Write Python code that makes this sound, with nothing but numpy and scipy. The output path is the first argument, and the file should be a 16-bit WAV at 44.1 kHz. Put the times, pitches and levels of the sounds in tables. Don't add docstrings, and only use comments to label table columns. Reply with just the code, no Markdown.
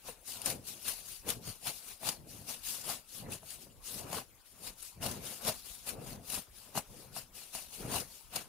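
import sys
import numpy as np
from scipy import signal
from scipy.fft import rfft, irfft, next_fast_len
from scipy.io import wavfile
from scipy.ndimage import uniform_filter1d, map_coordinates

SR = 44100
rng = np.random.default_rng(int(sys.argv[2]) if len(sys.argv) > 2 else 0)


def gain_from_db(level_db):
    decades = np.asarray(level_db, float) / 20
    return 10 ** decades


def int16_out(signal):
    q = np.round(np.clip(np.atleast_2d(signal).T, -1, 1) * 32767)
    wavfile.write(sys.argv[1], SR, q.astype(np.int16))


N = 374276

# (time [s], peak level [dB], left-right lean [dB], fibre spray above the peak [dB])
THIN_SNAPS = [(0.417, -23, 23, -20), (0.459, -12.5, 26, -19.5), (0.5, -22.5, 8.5, -8.5),
              (0.829, -33, 28, -29), (0.881, -23, 5, -4.5), (1.2893, -18.5, 23, -17),
              (1.3014, -15, 7.5, -17), (1.67, -17.5, 16, -27), (2.0694, -32, 6, -19),
              (2.0881, -15, 5.5, -14.5), (2.4885, -36, 7.5, -17), (2.8994, -28, 6.5, -9),
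              (3.3205, -25, 22, -26), (3.5044, -26.5, 18, -19), (3.9419, -28, 12, -12),
              (4.128, -24, 22, -15), (4.8266, -27, 25, -22), (5.061, -29, 5, -10), (5.1123, -22.5, 13, -16),
              (5.4495, -21, 11, -28), (5.4764, -15, 7.5, -18), (5.89, -24.5, 22, -10.5),
              (6.7757, -36, 8.5, -21), (6.7817, -21.5, 11, -17), (7.164, -32, 11, -17),
              (7.549, -27, 11, -9.5), (7.9139, -30, 6.5, -9), (7.9434, -29, 7, -17), (8, -22, 15, -14),
              (8.358, -25, 5.5, -6)]
# (time [s], peak level [dB], left-right lean [dB], fibre spray above the peak [dB])
THICK_SNAPS = [
    (1.2785, -42, 9, -13),
    (2.056, -29.5, 7, -9),
    (5.025, -24, 2, -24),
    (6.2987, -33, 2, -3),
    (6.752, -33, 4, -17),
    (7.982, -28.5, 5, -10),
]
# (time [s], peak level [dB], pitch [Hz], cycles to die [count])
STALK_CRACKS = [(0.084, -33.5, 482, 7.1), (0.468, -29, 518, 4), (1.273, -32, 290, 2.1),
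                (1.281, -35, 790, 4.1), (1.473, -36, 326, 1.5), (1.666, -36, 705, 1.3),
                (2.03, -30.5, 580, 1.5), (2.087, -22, 720, 1.2), (2.896, -30.5, 676, 9.3),
                (3.429, -43, 636, 6.2), (3.584, -46, 378, 2.5), (3.667, -44, 363, 1.3),
                (4.128, -24, 496, 1.6), (4.144, -26.5, 710, 1.5), (4.181, -28, 786, 2.1),
                (5.06, -27, 530, 3.9), (5.318, -38.5, 490, 5), (5.43, -38, 466, 1.8),
                (5.486, -24, 942, 1.2), (5.493, -26, 636, 7.8), (6.332, -34, 620, 1.3),
                (6.374, -29.5, 580, 1.7), (6.751, -27.5, 680, 2.2), (6.7738, -15.5, 600, 1.4),
                (6.781, -31, 600, 1.8), (7.163, -30, 670, 3.5), (7.548, -34.5, 660, 6.3),
                (7.827, -44, 510, 1.3), (7.939, -27, 700, 4.7), (8.364, -32.5, 736, 6.5)]
# (frequency [Hz], density [dB per Hz])
MOUTH_HOLLOW = [(150, -16), (250, 0), (294, -10), (439, -2.5), (725, 2.5), (902, -2), (952, -1),
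                (1180, -5.5), (2200, -12.5), (2860, -10), (4840, -120)]
CRACK_DELAY_S = 0.0022
LEFT_RIGHT = np.array([[0.5], [-0.5]])


def unit(x):
    return x / np.sqrt(np.mean(np.mean(np.atleast_2d(x), axis=0) ** 2) + 1e-20)


def along(points, hz):
    f, v = np.transpose(points)
    return np.interp(np.log(hz + 1), np.log(f + 1), v)


def wobble(rate):
    knots = rng.standard_normal(int(N * rate / SR) + 4)
    return map_coordinates(knots, [np.arange(N) * rate / SR])


def noise_pair():
    return rng.standard_normal((2, N))


def filtered(x, response):
    m = next_fast_len(N + 8192)
    return irfft(rfft(x, m) * response(np.fft.rfftfreq(m, 1 / SR)), m)[..., :N]


def shower(rate, spread_db, life_s):
    chance, size = rng.random(N), rng.exponential(size=N)
    breaks = (chance < rate / SR) * gain_from_db(spread_db * np.minimum(size, 3.1))
    bursts = signal.lfilter([1], [1, -np.exp(-1 / (life_s * SR))], breaks)
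    return bursts * noise_pair()


def heard(pair, spectrum):
    # (frequency [Hz], left-right likeness [0-1])
    likeness = [(30, 0.034), (60, 0.48), (130, 0.86), (290, 0.81), (640, 0.48), (1400, 0.3), (3000, 0.48),
                (4500, 0), (15000, 0.18)]
    # (frequency [Hz], left-right difference [dB])
    port_colour = [(60, 4), (92, 0), (140, 5), (210, 0), (330, 3.5), (500, 3), (770, 7), (1170, 2.5),
                   (1790, 2), (2740, -2), (4190, 5), (6410, 3), (9810, 17.5), (15000, 15.5)]

    def shared(hz):
        angle = np.arccos(np.clip(along(likeness, hz), 0, 1)) / 2
        return gain_from_db(along(spectrum, hz)) * [np.cos(angle), np.sin(angle)]

    def lean(hz):
        gains = gain_from_db(along(port_colour, hz) * LEFT_RIGHT)
        return gains / np.linalg.norm(gains, axis=0)

    middle, side = filtered(pair, shared)
    return unit(filtered(np.array([middle + side, middle - side]), lean))


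def patches(pair, depth_db):
    z = signal.stft(pair, nperseg=512)[2]
    blotches = uniform_filter1d(rng.standard_normal(z.shape[1:]), size=7, axis=0)
    blotches = uniform_filter1d(blotches, size=5, axis=1)
    return signal.istft(z * gain_from_db(depth_db * blotches / blotches.std()), nperseg=512)[1][:, :N]


def steady(x, span_s):
    power = uniform_filter1d(np.mean(x, axis=0) ** 2, size=round(span_s * SR))
    return x / np.sqrt(np.abs(power) + 0.16)


def swells(rows, roundness, steep=0.91, extra=False, longer=0):
    s, db, rise, fall, extra_db = np.transpose(rows)[..., None]
    t = np.arange(0, N + 64, 64) / SR
    away = np.where(t < s, (s - t) / rise, (t - s) / fall)
    drop_db = steep * 20 * away ** (roundness + longer * (rise + fall))
    power = np.sum(gain_from_db(db + extra * extra_db - drop_db) ** 2, axis=0)
    return np.interp(np.arange(N) / SR, t, power) + 1e-12


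def mouth(steep=1.0, extra=False):
    # (peak time [s], crackle level [dB], rise [s], fall [s], mouth hollow above the crackle [dB])
    rips = [(0.086, -45, 0.052, 0.064, -6.5), (0.484, -36, 0.064, 0.081, -7.5),
            (0.895, -35.5, 0.071, 0.063, -16), (1.294, -36, 0.035, 0.071, -8),
            (1.487, -44.5, 0.077, 0.1, -10.5), (1.676, -36, 0.049, 0.065, -8.5),
            (2.073, -37.1, 0.067, 0.09, -6.5), (2.494, -40.5, 0.034, 0.12, -11.5),
            (2.903, -38.5, 0.095, 0.099, -8.5), (3.331, -41, 0.039, 0.06, -11),
            (4.173, -42, 0.12, 0.066, -1), (4.674, -44, 0.091, 0.062, -12), (5.032, -40.0, 0.022, 0.18, -4),
            (5.482, -34, 0.067, 0.064, -4), (5.889, -39.5, 0.051, 0.064, -10.5),
            (6.348, -37.5, 0.1, 0.087, -13), (6.774, -37, 0.034, 0.044, -1),
            (7.171, -42, 0.044, 0.077, -10), (7.547, -43.5, 0.032, 0.17, -13),
            (7.958, -36.5, 0.087, 0.094, -4.5), (8.361, -41.7, 0.051, 0.096, -4)]
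    # (peak time [s], crackle level [dB], rise [s], fall [s], mouth hollow above the crackle [dB])
    sweeps = [(0.295, -43.5, 0.052, 0.17, -18), (0.681, -44, 0.043, 0.107, -24),
              (0.994, -48.5, 0.36, 0.047, -18), (1.106, -46.5, 0.11, 0.139, -29.1),
              (1.775, -49.5, 0.22, 0.057, -24), (1.902, -48.5, 0.16, 0.09, -13.9),
              (2.306, -52.5, 0.052, 0.29, -45), (2.685, -39, 0.072, 0.19, -26),
              (3.169, -47, 0.11, 0.091, -23), (3.525, -47.5, 0.11, 0.075, -19.5),
              (3.625, -52, 0.049, 0.046, -26.0), (3.88, -44, 0.06, 0.14, -24),
              (3.991, -45.5, 0.13, 0.073, -24), (4.464, -61, 0.028, 0.239, -28),
              (4.836, -48.5, 0.083, 0.13, -25), (5.27, -44.3, 0.075, 0.2, -10),
              (5.57, -51.5, 0.15, 0.12, -17.0), (5.68, -48.5, 0.068, 0.22, -16.5),
              (6.102, -49.5, 0.12, 0.084, -7), (6.578, -55.5, 0.075, 0.23, -16),
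              (7.01, -56.5, 0.22, 0.115, -16), (7.367, -50, 0.04, 0.22, -14.5),
              (7.746, -48.5, 0.066, 0.25, -17), (8.13, -54, 0.11, 0.2, -19)]
    ripping = swells(rips, 0.8, steep, extra, longer=3.35)
    return ripping + swells(sweeps, 1.76, steep, extra)


def spray(fade_s, rise_s=0.00099):
    starts, t = np.zeros(N), np.arange(2048) / SR
    for s, db, _, spray_db in THIN_SNAPS + THICK_SNAPS:
        starts[round(s * SR)] = gain_from_db(db + spray_db)
    for s, db, _, _ in STALK_CRACKS:
        starts[round((s + CRACK_DELAY_S) * SR)] += gain_from_db(db - 19.5)
    swell = 1.3 * np.exp(-t / fade_s) * (1 - np.exp(-t / rise_s))
    return np.abs(signal.fftconvolve(starts, swell)[:N])


def tearing():
    # (frequency [Hz], density [dB per Hz])
    fibre_colour = [(760, -18), (1300, -13), (1890, -15), (2840, -5), (3090, -8.5), (4500, -3.5),
                    (5910, -5.5), (6700, -4.5), (8160, -6.5), (9750, 1), (11300, -4), (15000, -7),
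                    (15800, -18)]
    # (frequency [Hz], level [dB])
    coarse_colour = [(1200, -5), (2600, -10), (5200, -20.5), (7500, -23), (12000, -53)]
    crackle_db = 10 * np.log10(mouth())
    bite = mouth(steep=1, extra=True)
    coarse_db = np.clip(0.33 * (10 * np.log10(bite) - crackle_db + 22), -8, 8)
    clumps = gain_from_db(0.68 * wobble(45) + 1.07 * wobble(140))

    crisp = np.clip((crackle_db + 47) / 30, 0.15, 0.9)
    rustle = unit(noise_pair())
    ticks = unit(shower(rate=2000, spread_db=0.0, life_s=0.00029))
    fibres = np.sqrt(crisp) * ticks + np.sqrt(1 - crisp) * rustle
    fine = steady(heard(patches(clumps * fibres, depth_db=2.5), fibre_colour), span_s=0.05)
    coarse = filtered(fine, lambda hz: gain_from_db(along(coarse_colour, hz)))
    level = np.hypot(gain_from_db(crackle_db), spray(fade_s=0.006))
    crackle = level * (fine + (gain_from_db(coarse_db) - 1) * coarse)

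    stalks = unit(shower(rate=600, spread_db=-0.5, life_s=0.0055)) + 1.13 * unit(noise_pair())
    hollow = steady(heard(patches(clumps * stalks, depth_db=3.0), MOUTH_HOLLOW), span_s=0.054)
    return crackle + np.sqrt(bite) * hollow


def snapping():
    out, t = np.zeros((2, N + 512)), np.arange(512) / SR
    stems = THIN_SNAPS + THICK_SNAPS
    pitches = np.repeat([9820, 2776], [len(THIN_SNAPS), len(THICK_SNAPS)])  # Hz, thin and thick
    pitches = pitches * (1 + 0.067 * rng.standard_normal(len(stems)))
    for (s, db, lean_db, _), hz in zip(stems, pitches):
        shape = (t * hz / 7.1 * np.exp(1 - t * hz / 6.83)) ** 2
        ring = np.sin(2 * np.pi * hz * t) + 0.05 * rng.standard_normal((2, 512))
        gain = gain_from_db(db - 13.5 + LEFT_RIGHT * lean_db)
        out[:, round(s * SR):][:, :512] += gain * shape * ring
    return out[:, :N]


def crushing():
    out, t = np.zeros(N + 1024), np.arange(1024) / SR
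    thud = 0.3 * t / 0.004 * np.exp(1 - t / 0.0033) * np.sin(2 * np.pi * 200 * t)
    for s, db, hz, cycles in STALK_CRACKS:
        turns = hz * t + 0.7 * (1 - np.exp(-t / 0.0009))
        crack = np.exp(-hz * t / cycles) * np.sin(2 * np.pi * turns)
        out[round((s + CRACK_DELAY_S) * SR):][:1024] -= gain_from_db(db - 7.0) * (crack + thud)
    return gain_from_db([[2.2], [-2.2]]) * out[:N]


def blowing():
    # (peak time [s], level [dB], rise [s], fall [s], mouth hollow
    # above the blow [dB])
    blows = [(0.38, -61.5, 0.058, 0.22, 2.5), (0.53, -48, 0.086, 0.13, -20), (0.72, -61, 0.13, 0.17, -6),
             (1.065, -68, 0.046, 0.15, -15), (1.28, -47.5, 0.047, 0.058, -7),
             (1.38, -49.5, 0.1, 0.083, -20), (1.49, -46.5, 0.041, 0.032, -22), (2.2, -56, 0.058, 0.18, -26),
             (2.39, -54.5, .16, 0.14, -10), (2.75, -63.5, .1, 0.2, 3.5), (3.3, -47, 0.15, 0.085, -8),
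             (3.44, -61.5, 0.044, 0.067, -6), (3.67, -61.5, .2, 0.18, -12), (4.03, -49.5, 0.17, .2, -6),
             (4.66, -62.5, 0.16, 0.14, -2), (5.06, -45.5, 0.11, 0.26, -11),
             (5.98, -45.5, 0.085, 0.11, -13.5), (6.14, -49.5, 0.13, 0.13, -9.5),
             (6.38, -47.5, 0.02, 0.024, -4.5), (6.69, -66, 0.066, .04, 0), (6.93, -57, 0.068, 0.46, -8.5),
             (7.85, -44, 0.083, 0.21, -8), (8.46, -64, 0.026, .05, -14)]
    # (frequency [Hz], density [dB per Hz])
    nostril_colour = [(24, -44), (40, -0.5), (59, -8), (102, 0.5), (204, -2.5), (339, -10), (507, -8.5),
                      (900, -24.5), (1170, -56), (1980, -120)]
    roundness = 2.22
    jaw = gain_from_db(-6.5) ** 2 * mouth(steep=0.96, extra=True)
    level = np.sqrt(swells(blows, roundness) + jaw)
    hollow_level = np.sqrt(swells(blows, roundness, extra=True))
    air = patches(noise_pair(), depth_db=3.5)
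    hollow = steady(heard(air[:, ::-1], MOUTH_HOLLOW), span_s=0.044)
    breath = steady(heard(air, nostril_colour), span_s=0.0383)
    return hollow_level * hollow + gain_from_db(1) * level * breath


def open_field():
    # (frequency [Hz], density [dB per Hz])
    field_colour = [(15, -55), (25, 11.5), (176, -8.5), (335, -10.5), (900, -9), (2020, -17.5), (2630, -14),
                    (8100, -16.5), (10000, -12), (15000, -16.5)]
    level = gain_from_db(-63.0 + 1.1 * wobble(2.08))
    return level * heard(patches(noise_pair(), depth_db=4.0), field_colour)


def scene():
    return tearing() + snapping() + crushing() + blowing() + open_field()


def low_pass(x):
    return signal.sosfilt(signal.butter(12, 15910, fs=SR, output="sos"), x)


def record(dry):
    mix = filtered(dry, lambda hz: hz < 15750)
    return low_pass(mix)


dry = scene()
out = record(dry)
int16_out(out)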